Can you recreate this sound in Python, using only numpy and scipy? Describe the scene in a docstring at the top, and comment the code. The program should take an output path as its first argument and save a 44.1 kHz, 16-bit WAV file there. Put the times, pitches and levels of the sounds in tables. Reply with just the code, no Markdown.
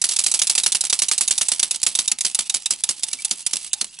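"""Papery snaps in quick pairs, close by: a slowing bicycle wheel flicks a playing card pegged to the frame.
The spokes come in pairs; each gives a snap and a knock, the card scrapes along it, and after the
second it flutters. Card, peg and frame ring briefly and the plucked spokes hum. Plastic beads rattle
faintly on the spokes; outdoors, with a short echo and a low background."""
import sys
import numpy as np
from scipy import signal
from scipy.fft import rfft, irfft, next_fast_len
from scipy.io import wavfile
from scipy.ndimage import map_coordinates

SR = 44100
rng = np.random.default_rng(int(sys.argv[2]) if len(sys.argv) > 2 else 0)


def dump(signal):
    """Clip the signal to [-1, 1] and save it as 16-bit WAV at the path in sys.argv[1]."""
    limited = np.clip(np.atleast_2d(signal).T, -1, 1)
    pcm = np.round(limited * 32767).astype(np.int16)
    wavfile.write(sys.argv[1], SR, pcm)


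N = 176400
TOP_HZ, GRAIN_DB = 10900, 2.2  # band limit; roughness of the card's slips

# The pairs of spokes that hit the card, levels in relative dB. Each row: the first spoke's start in
# seconds, snap and scrape; then the second's start in seconds, snap, knock over snap, flutter and scrape.
PAIRS = [(.0159, -16.5, -38, .0402, -14, -20, -25, -39), (.0891, -15.5, -30, .1182, -21, -25, -30, -42),
         (.1628, -17.5, -42, .1878, -15, -24, -25, -38), (.2383, -16.5, -42, .2634, -14, -20, -26, -39),
         (.3146, -16.5, -42, .3397, -15, -21, -24, -42), (.3917, -15.5, -42, .4167, -13, -21, -25, -43),
         (.4705, -15.5, -37, .4964, -13, -21, -24, -45), (.5519, -14.5, -42, .5787, -13, -19, -24, -44),
         (.6345, -14.5, -38, .6618, -12, -19, -26, -44), (.7204, -14.5, -40, .7485, -13, -20, -27, -45),
         (.8086, -15.5, -38, .8383, -23, -16, -29, -43), (.8981, -14.5, -45, .927, -13, -19, -25, -41),
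         (.9903, -15.5, -44, 1.0196, -13, -22, -24, -45), (1.0841, -14.5, -44, 1.1137, -13, -19, -25, -43),
         (1.1794, -15.5, -44, 1.2091, -13, -20, -25, -38), (1.2774, -15.5, -41, 1.3086, -12, -21, -27, -38),
         (1.3786, -14.5, -37, 1.4118, -14, -20, -26, -37), (1.4843, -14.5, -40, 1.5172, -14, -19, -26, -37),
         (1.5947, -13.5, -40, 1.6288, -13, -19, -29, -38), (1.7096, -14.5, -36, 1.7452, -23, -22, -38, -60),
         (1.83, -14.5, -43, 1.865, -12, -18, -26, -38), (1.9513, -15, -39, 1.9883, -14, -18, -26, -36),
         (2.0774, -14.5, -38, 2.1157, -14, -23, -45, -60), (2.2079, -17, -42, 2.2488, -15, -20, -23, -42),
         (2.3474, -14.5, -42, 2.3893, -14.5, -20, -25, -43),
         (2.4964, -15.5, -44, 2.5422, -14, -22, -27, -43),
         (2.6585, -15.5, -44, 2.707, -13.5, -22, -31, -41), (2.8368, -14, -44, 2.89, -14, -22, -26, -42),
         (3.0335, -15.5, -43, 3.1307, -19, -26, -39, -39), (3.2477, -15, -45, 3.3107, -15, -20, -33, -41),
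         (3.4641, -15, -41, 3.533, -15, -20, -41, -40), (3.7314, -15, -45, 3.812, -14.5, -20, -46, -48)]
# The colour of the card's edge rubbing on a spoke. Each row: frequency in Hz, level in dB.
EDGE_COLOUR = [(100, -33.5), (230, -15.5), (450, -24), (850, -17.5), (1600, -19.5), (2300, -10.5),
               (3700, -5), (5000, -3.5), (7000, -5), (7900, 1.5), (9500, -7), (10400, 4), (11200, -10)]


def amp(db):
    """Decibels to gain."""
    return 10 ** (np.asarray(db) / 20)


def along(points, hz):
    """Read a curve of (Hz, value) points on a log frequency axis."""
    freqs, values = np.transpose(points)
    return np.interp(np.log(hz + 1), np.log(freqs + 1), values)


def filtered(x, response):
    """Multiply the spectrum of x by a complex response of frequency."""
    size = next_fast_len(N + SR // 2)
    return irfft(rfft(x, size) * response(np.fft.rfftfreq(size, 1 / SR)), size)[..., :N]


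def coloured(x, colour, size=2048):
    """A minimum-phase equaliser that keeps the audible power of white noise."""
    hz = np.fft.rfftfreq(size, 1 / SR)
    gain = amp(along(colour, hz))
    gain = gain / np.sqrt(np.mean(gain ** 2 * (hz < TOP_HZ)))
    cepstrum = irfft(np.log(gain))
    fold = np.r_[1, np.full(size // 2 - 1, 2), 1, np.zeros(size // 2 - 1)]
    impulse = irfft(np.exp(rfft(cepstrum * fold)))
    return signal.fftconvolve(x, impulse[None], axes=1)[:, :N]


def wobble(rate):
    """A smooth random curve, rate knots a second."""
    return map_coordinates(rng.standard_normal(int(N * rate / SR) + 4), [np.arange(N) * rate / SR])


def burst(start, hold, t60):
    """An envelope with an instant attack, a hold and an exponential release, all in seconds."""
    out, i = np.zeros(N), max(round(start * SR), 0)
    t = np.arange(min(SR // 3, N - i)) / SR
    out[i:i + len(t)] = amp(-60 * np.maximum(t - hold, 0) / t60)
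    return out


def crackle(envelope, colour, grain_db=GRAIN_DB):
    """Tiny slips of the card's edge: grainy mid and side noise under one envelope."""
    grain = amp(grain_db * wobble(1500))
    return coloured(rng.standard_normal((2, N)) * envelope * grain / np.sqrt(np.mean(grain ** 2)), colour)


def slap(start, hold, t60, colour, ripple_db=1.8, colour_spread=.067, bands=30, size=3072):
    """One contact: a brief cluster of slips, coloured anew by where the spoke meets the card."""
    t, hz = np.arange(size) / SR, np.geomspace(20, SR / 2, 200)
    band_db = ripple_db * np.r_[0, rng.standard_normal(bands - 1)]
    ripple = np.column_stack([np.geomspace(1000, TOP_HZ, bands), band_db])
    grain = amp(GRAIN_DB * np.repeat(rng.standard_normal(size // 32), 32))
    envelope = amp(-60 * np.maximum(t - hold, 0) / t60)
    slips = rng.standard_normal((2, size)) * grain / np.sqrt(np.mean(grain ** 2)) * envelope
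    # each contact shifts the card's resonances, less so towards the top
    shift = np.exp(colour_spread * rng.standard_normal() * np.maximum(1 - (hz / TOP_HZ) ** 2, 0))
    sound = coloured(slips, np.column_stack([hz, along(colour, hz * shift) + along(ripple, hz)]))
    out = np.zeros((2, N + SR))
    out[:, round(start * SR):][:, :sound.shape[1]] = sound
    return out[:, :N]


def background(level_db=-58.5, width=.32):
    """A quiet outdoor bed of rumble and hiss."""
    # The colour of the bed. Each row: frequency in Hz, level in dB.
    air_colour = [(25, -3), (70, -1), (200, -1), (400, -15), (900, -13), (2000, -9), (10000, -9)]
    return amp(level_db) * coloured(rng.standard_normal((2, N)), air_colour) * np.array([[1], [width]])


def beads(per_s=90, softest_db=-53, centre_hz=5000, octaves=2, t60=.082, rise_s=.00053):
    """Plastic beads tick against each other at random, and one squeaks on its spoke."""
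    # A bead sliding down its spoke. Each row: start in seconds, level in dB.
    squeaks = [(3.112, -40), (3.186, -31)]
    squeak_hz, squeak_s = 2300, .018
    out, t = np.zeros((2, N + SR)), np.arange(SR // 20) / SR
    attack = 1 - np.exp(-t / rise_s)
    for when, size, *pitches in rng.random((int(per_s * N / SR), 6)):
        tick = attack * sum(np.sin(2 * np.pi * centre_hz * 2 ** (octaves * (p - .5)) * t) for p in pitches)
        out[0, int(when * N):][:len(t)] += amp(softest_db + 10 * size ** 2 - 60 * t / t60) * tick
    squeak = np.sin(np.pi * np.minimum(t / squeak_s, 1)) * np.sin(2 * np.pi * squeak_hz * t)
    for s, db in squeaks:
        out[0, round(s * SR):][:len(t)] += amp(db) * squeak
    return out[:, :N]


def snaps(gain_db=.5, t60=.033, first_hold=.0052, second_hold=.0075, shrink_per_s=.18):
    """The card slaps each spoke; the second of a pair is fuller and shortens as the wheel slows."""
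    # The card's thin first snap and fuller second snap. Each row: frequency in Hz, level in dB.
    first_colour = [(200, -34), (1600, -30.5), (2650, -11), (3200, -16), (3550, -1.5), (4100, -7.5),
                    (5500, -5.5), (7800, -1.5), (9500, -6.5), (10400, 2), (11200, -11.5)]
    second_colour = [(200, -31.5), (1600, -20), (2800, -6.5), (3700, -2.5), (5000, -1), (6800, 0),
                     (7800, 1), (9500, -5.5), (10400, 6), (11200, -9)]
    first = sum(amp(db) * slap(s, first_hold, t60, first_colour) for s, db, *_ in PAIRS)
    second = sum(amp(db) * slap(s, second_hold * np.exp(-shrink_per_s * s), t60, second_colour)
                 for _, _, _, s, db, *_ in PAIRS)
    return amp(gain_db) * (first + second)


def scrape(swell_db=9, held_share=.73):
    """The bent card slides along a spoke, sticking and slipping ever harder until it comes off."""
    slides = [slide for s1, _, db1, s2, *_, db2 in PAIRS for slide in ((s1, db1), (s2, db2))]
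    ends = [s for s, _ in slides[1:]] + [N / SR]
    t, contact = np.arange(N) / SR, np.zeros(N)
    for (s, db), end in zip(slides, ends):
        bend = np.clip((t - s) / (end - s), 0, 1) - .5
        contact += amp(db + swell_db * bend) * burst(s, (end - s) * held_share, t60=.1)
    sticking = amp(3.5 * wobble(260) + 2 * wobble(30))
    return crackle(contact * sticking, EDGE_COLOUR)


def spoke_hum(hz=865, wander_hz=55, spread_hz=20, gain_db=-37.5, waver_db=2.5):
    """The first spoke of each pair hums unevenly, at its own pitch, after the card has plucked it."""
    pitch = hz + wander_hz * np.array([wobble(120), wobble(120)])
    starts = [s for s, *_ in PAIRS]
    detune = np.interp(np.arange(N) / SR, starts, spread_hz * rng.standard_normal(len(PAIRS)))
    plucks = sum(amp(db + gain_db) * burst(s, hold=0, t60=.42) for s, db, *_ in PAIRS)
    phase = 2 * np.pi * np.cumsum(pitch + detune, axis=1) / SR
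    return plucks * amp(waver_db * wobble(70)) * np.sin(phase)


def ringing(card, gain_db=-23.5):
    """Every contact sets the card, peg and frame ringing briefly, and the plucked spoke with them."""
    # Their resonances, the one near 880 Hz being the spoke's. Each row: frequency in Hz, relative level in dB,
    # time to fall 60 dB in seconds.
    resonances = [(260, -7, .03), (880, -6, .06), (2950, -5, .04), (3700, -7, .06), (4830, -3, .06),
                  (6400, 0, .03), (7850, 2, .033), (10380, -1, .08)]
    t = np.arange(SR // 3) / SR
    modes = sum(amp(db + gain_db - 60 * t / t60) * np.sin(2 * np.pi * hz * t)
                / np.sqrt(t60 * SR / np.log(1000)) for hz, db, t60 in resonances)
    return signal.fftconvolve(card, modes[None], axes=1)[:, :N]


def echo(wheel, level_db=-19.5):
    """A short diffuse answer from the bicycle and the ground."""
    # The echo's decay. 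Each row: frequency in Hz, time to fall 60 dB in seconds.
    decay = [(200, 0.3), (2000, 0.21), (10000, 0.021)]
    hz, t, noise = signal.stft(rng.standard_normal((2, SR // 3)), SR, nperseg=256)
    tail = signal.istft(noise * amp(-60 * t / along(decay, hz)[:, None]), SR, nperseg=256)[1]
    return amp(level_db) * signal.fftconvolve(wheel, tail / np.linalg.norm(tail[0]), axes=1)[:, :N]


def knocks(gain_db=2.5, body_db=-9.5, first_db=-28, slip_off_s=.003, width=1.6, thump_hz=75):
    """Each snap knocks the peg and frame: a pop, then a fading body. A few midway add a soft low thump."""
    # Low jolts of the frame. Each row: start in seconds, level in dB.
    thumps = [(1.024, -54), (1.3086, -44), (1.379, -46), (1.5172, -45), (1.83, -45), (1.866, -44),
              (2.3474, -50), (2.3893, -49), (2.4964, -49)]
    # The colour of a knock. Each row: frequency in Hz, level in dB.
    knock_colour = [(30, -13.5), (140, -11), (235, -1.5), (330, -2.5), (450, -4.5), (850, 0), (1600, 1.5),
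                    (2500, 3), (5000, -57)]
    pop = lambda s: burst(s, hold=.0025, t60=.014) + amp(body_db) * burst(s, hold=0, t60=.13)
    first = sum(amp(db + first_db) * pop(s + slip_off_s) for s, db, *_ in PAIRS)
    second = sum(amp(db + knock_db) * pop(s) for _, _, _, s, db, knock_db, *_ in PAIRS)
    out = crackle(amp(gain_db) * (first + second), knock_colour, grain_db=3) * np.array([[1], [width]])
    t = np.arange(N) / SR
    for s, db in thumps:
        out[0] += amp(db) * burst(s, hold=.0037, t60=.035) * np.sin(2 * np.pi * thump_hz * (t - s))
    return out


def taps(gain_db=-1.5, graze_lead_s=.0043, graze_db=-45, rise_db_per_s=3.5):
    """Louder, distinct rebounds of the card after some snaps, and a graze before each second snap that grows as
    the wheel slows."""
    # Louder, distinct rebounds of the card against a spoke after a snap. Each row: start in seconds, relative
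    # level in dB.
    touches = [(.1104, -22), (.137, -22), (0.8507, -15), (0.8685, -22), (1.1351, -21), (1.7288, -47),
               (1.7594, -19.5), (1.7997, -32), (1.8162, -26), (2.1865, -21), (2.5574, -20), (2.568, -19),
               (2.7245, -24), (2.7351, -19.5), (2.9102, -21), (3.026, -29), (3.0847, -20), (3.1133, -29.5),
               (3.218, -44), (3.331, -30), (3.393, -33), (3.557, -20), (3.5682, -18.5), (3.6454, -25),
               (3.664, -29), (3.8433, -22), (3.988, -30)]
    grazes = [(s - graze_lead_s, graze_db + rise_db_per_s * s) for _, _, _, s, *_ in PAIRS]
    return sum(amp(db + gain_db) * slap(s, hold=.002, t60=.026, colour=EDGE_COLOUR)
               for s, db in touches + grazes)


def frame_body(gain_db=-40, rise_db_per_s=4):
    """Each second snap carries a dull low body from the frame, stronger as the wheel slows."""
    # The dull colour of the frame. Each row: frequency in Hz, level in dB.
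    frame_colour = [(100, -20), (190, -2), (260, 0), (400, -7), (700, -20), (2000, -50)]
    envelope = sum(amp(db + gain_db + rise_db_per_s * s) * burst(s, hold=0, t60=.13)
                   for _, _, _, s, db, *_ in PAIRS)
    return crackle(envelope, frame_colour)


def flutter(gain_db=2.5, rate_hz=115.6, depth_db=12, delay_s=.0125):
    """After each second snap the card chatters against the spoke in uneven, fading rebounds."""
    cycles = np.cumsum(rate_hz * amp(3.4 * wobble(80))) / SR
    rebounds = amp(depth_db * (.5 - cycles % 1))
    fade = sum(amp(db + gain_db) * burst(s + delay_s, hold=.0035, t60=.099)
               for _, _, _, s, _, _, db, _ in PAIRS)
    return crackle(fade * rebounds, EDGE_COLOUR)


def stereo_image(mid_side):
    """Mid and side become left and right; the treble leans to the right."""
    # How alike the channels are. Each row: frequency in Hz, likeness (1 is mono).
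    likeness = [(100, 1), (250, 0.98), (500, 0.58), (1400, 0.55), (2300, 0.67), (3700, 0.87), (8000, 0.82),
                (9000, 1), (9450, 0.84), (10300, 0.91)]
    # The balance. Each row: frequency in Hz, left over right in dB.
    balance = [(200, -.5), (1400, 1), (3700, -1), (5000, -3.5), (7500, -4), (9200, -15.5), (9900, 0.5),
               (10500, -1)]
    # The phase between the channels. Each row: frequency in Hz, the left's lead in radians.
    lead = [(200, 0.7), (1500, -0.34), (6000, -0.67), (9000, 0.26), (9900, 0.8), (11000, 0.44)]
    width = lambda hz: np.tan(np.arccos(np.clip(along(likeness, hz), -1, 1)) / 2)
    mid, side = filtered(mid_side, lambda hz: np.array([np.ones_like(hz), width(hz)]))
    half = np.array([[.5], [-.5]])
    pan = lambda hz: amp(half * along(balance, hz)) * np.exp(1j * half * along(lead, hz))
    return filtered(np.array([mid + side, mid - side]), pan)


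def scene():
    """Card, spokes, beads, echo and the outdoor background, mixed as mid and side, then spread."""
    card = snaps() + knocks() + frame_body() + flutter() + taps() + scrape()
    wheel = card + ringing(card) + spoke_hum() + beads()
    air = background()
    return stereo_image(wheel + echo(wheel) + air)


def record(dry, ceiling=.76):
    """Soft clipping rounds off the highest peaks, and a steep low-pass closes the top."""
    rounded = dry / (1 + np.abs(dry / ceiling) ** 4) ** (1 / 4)
    return filtered(rounded, lambda hz: 1 / np.sqrt(1 + (hz / TOP_HZ) ** 90))


dry = scene()
out = record(dry)
dump(out)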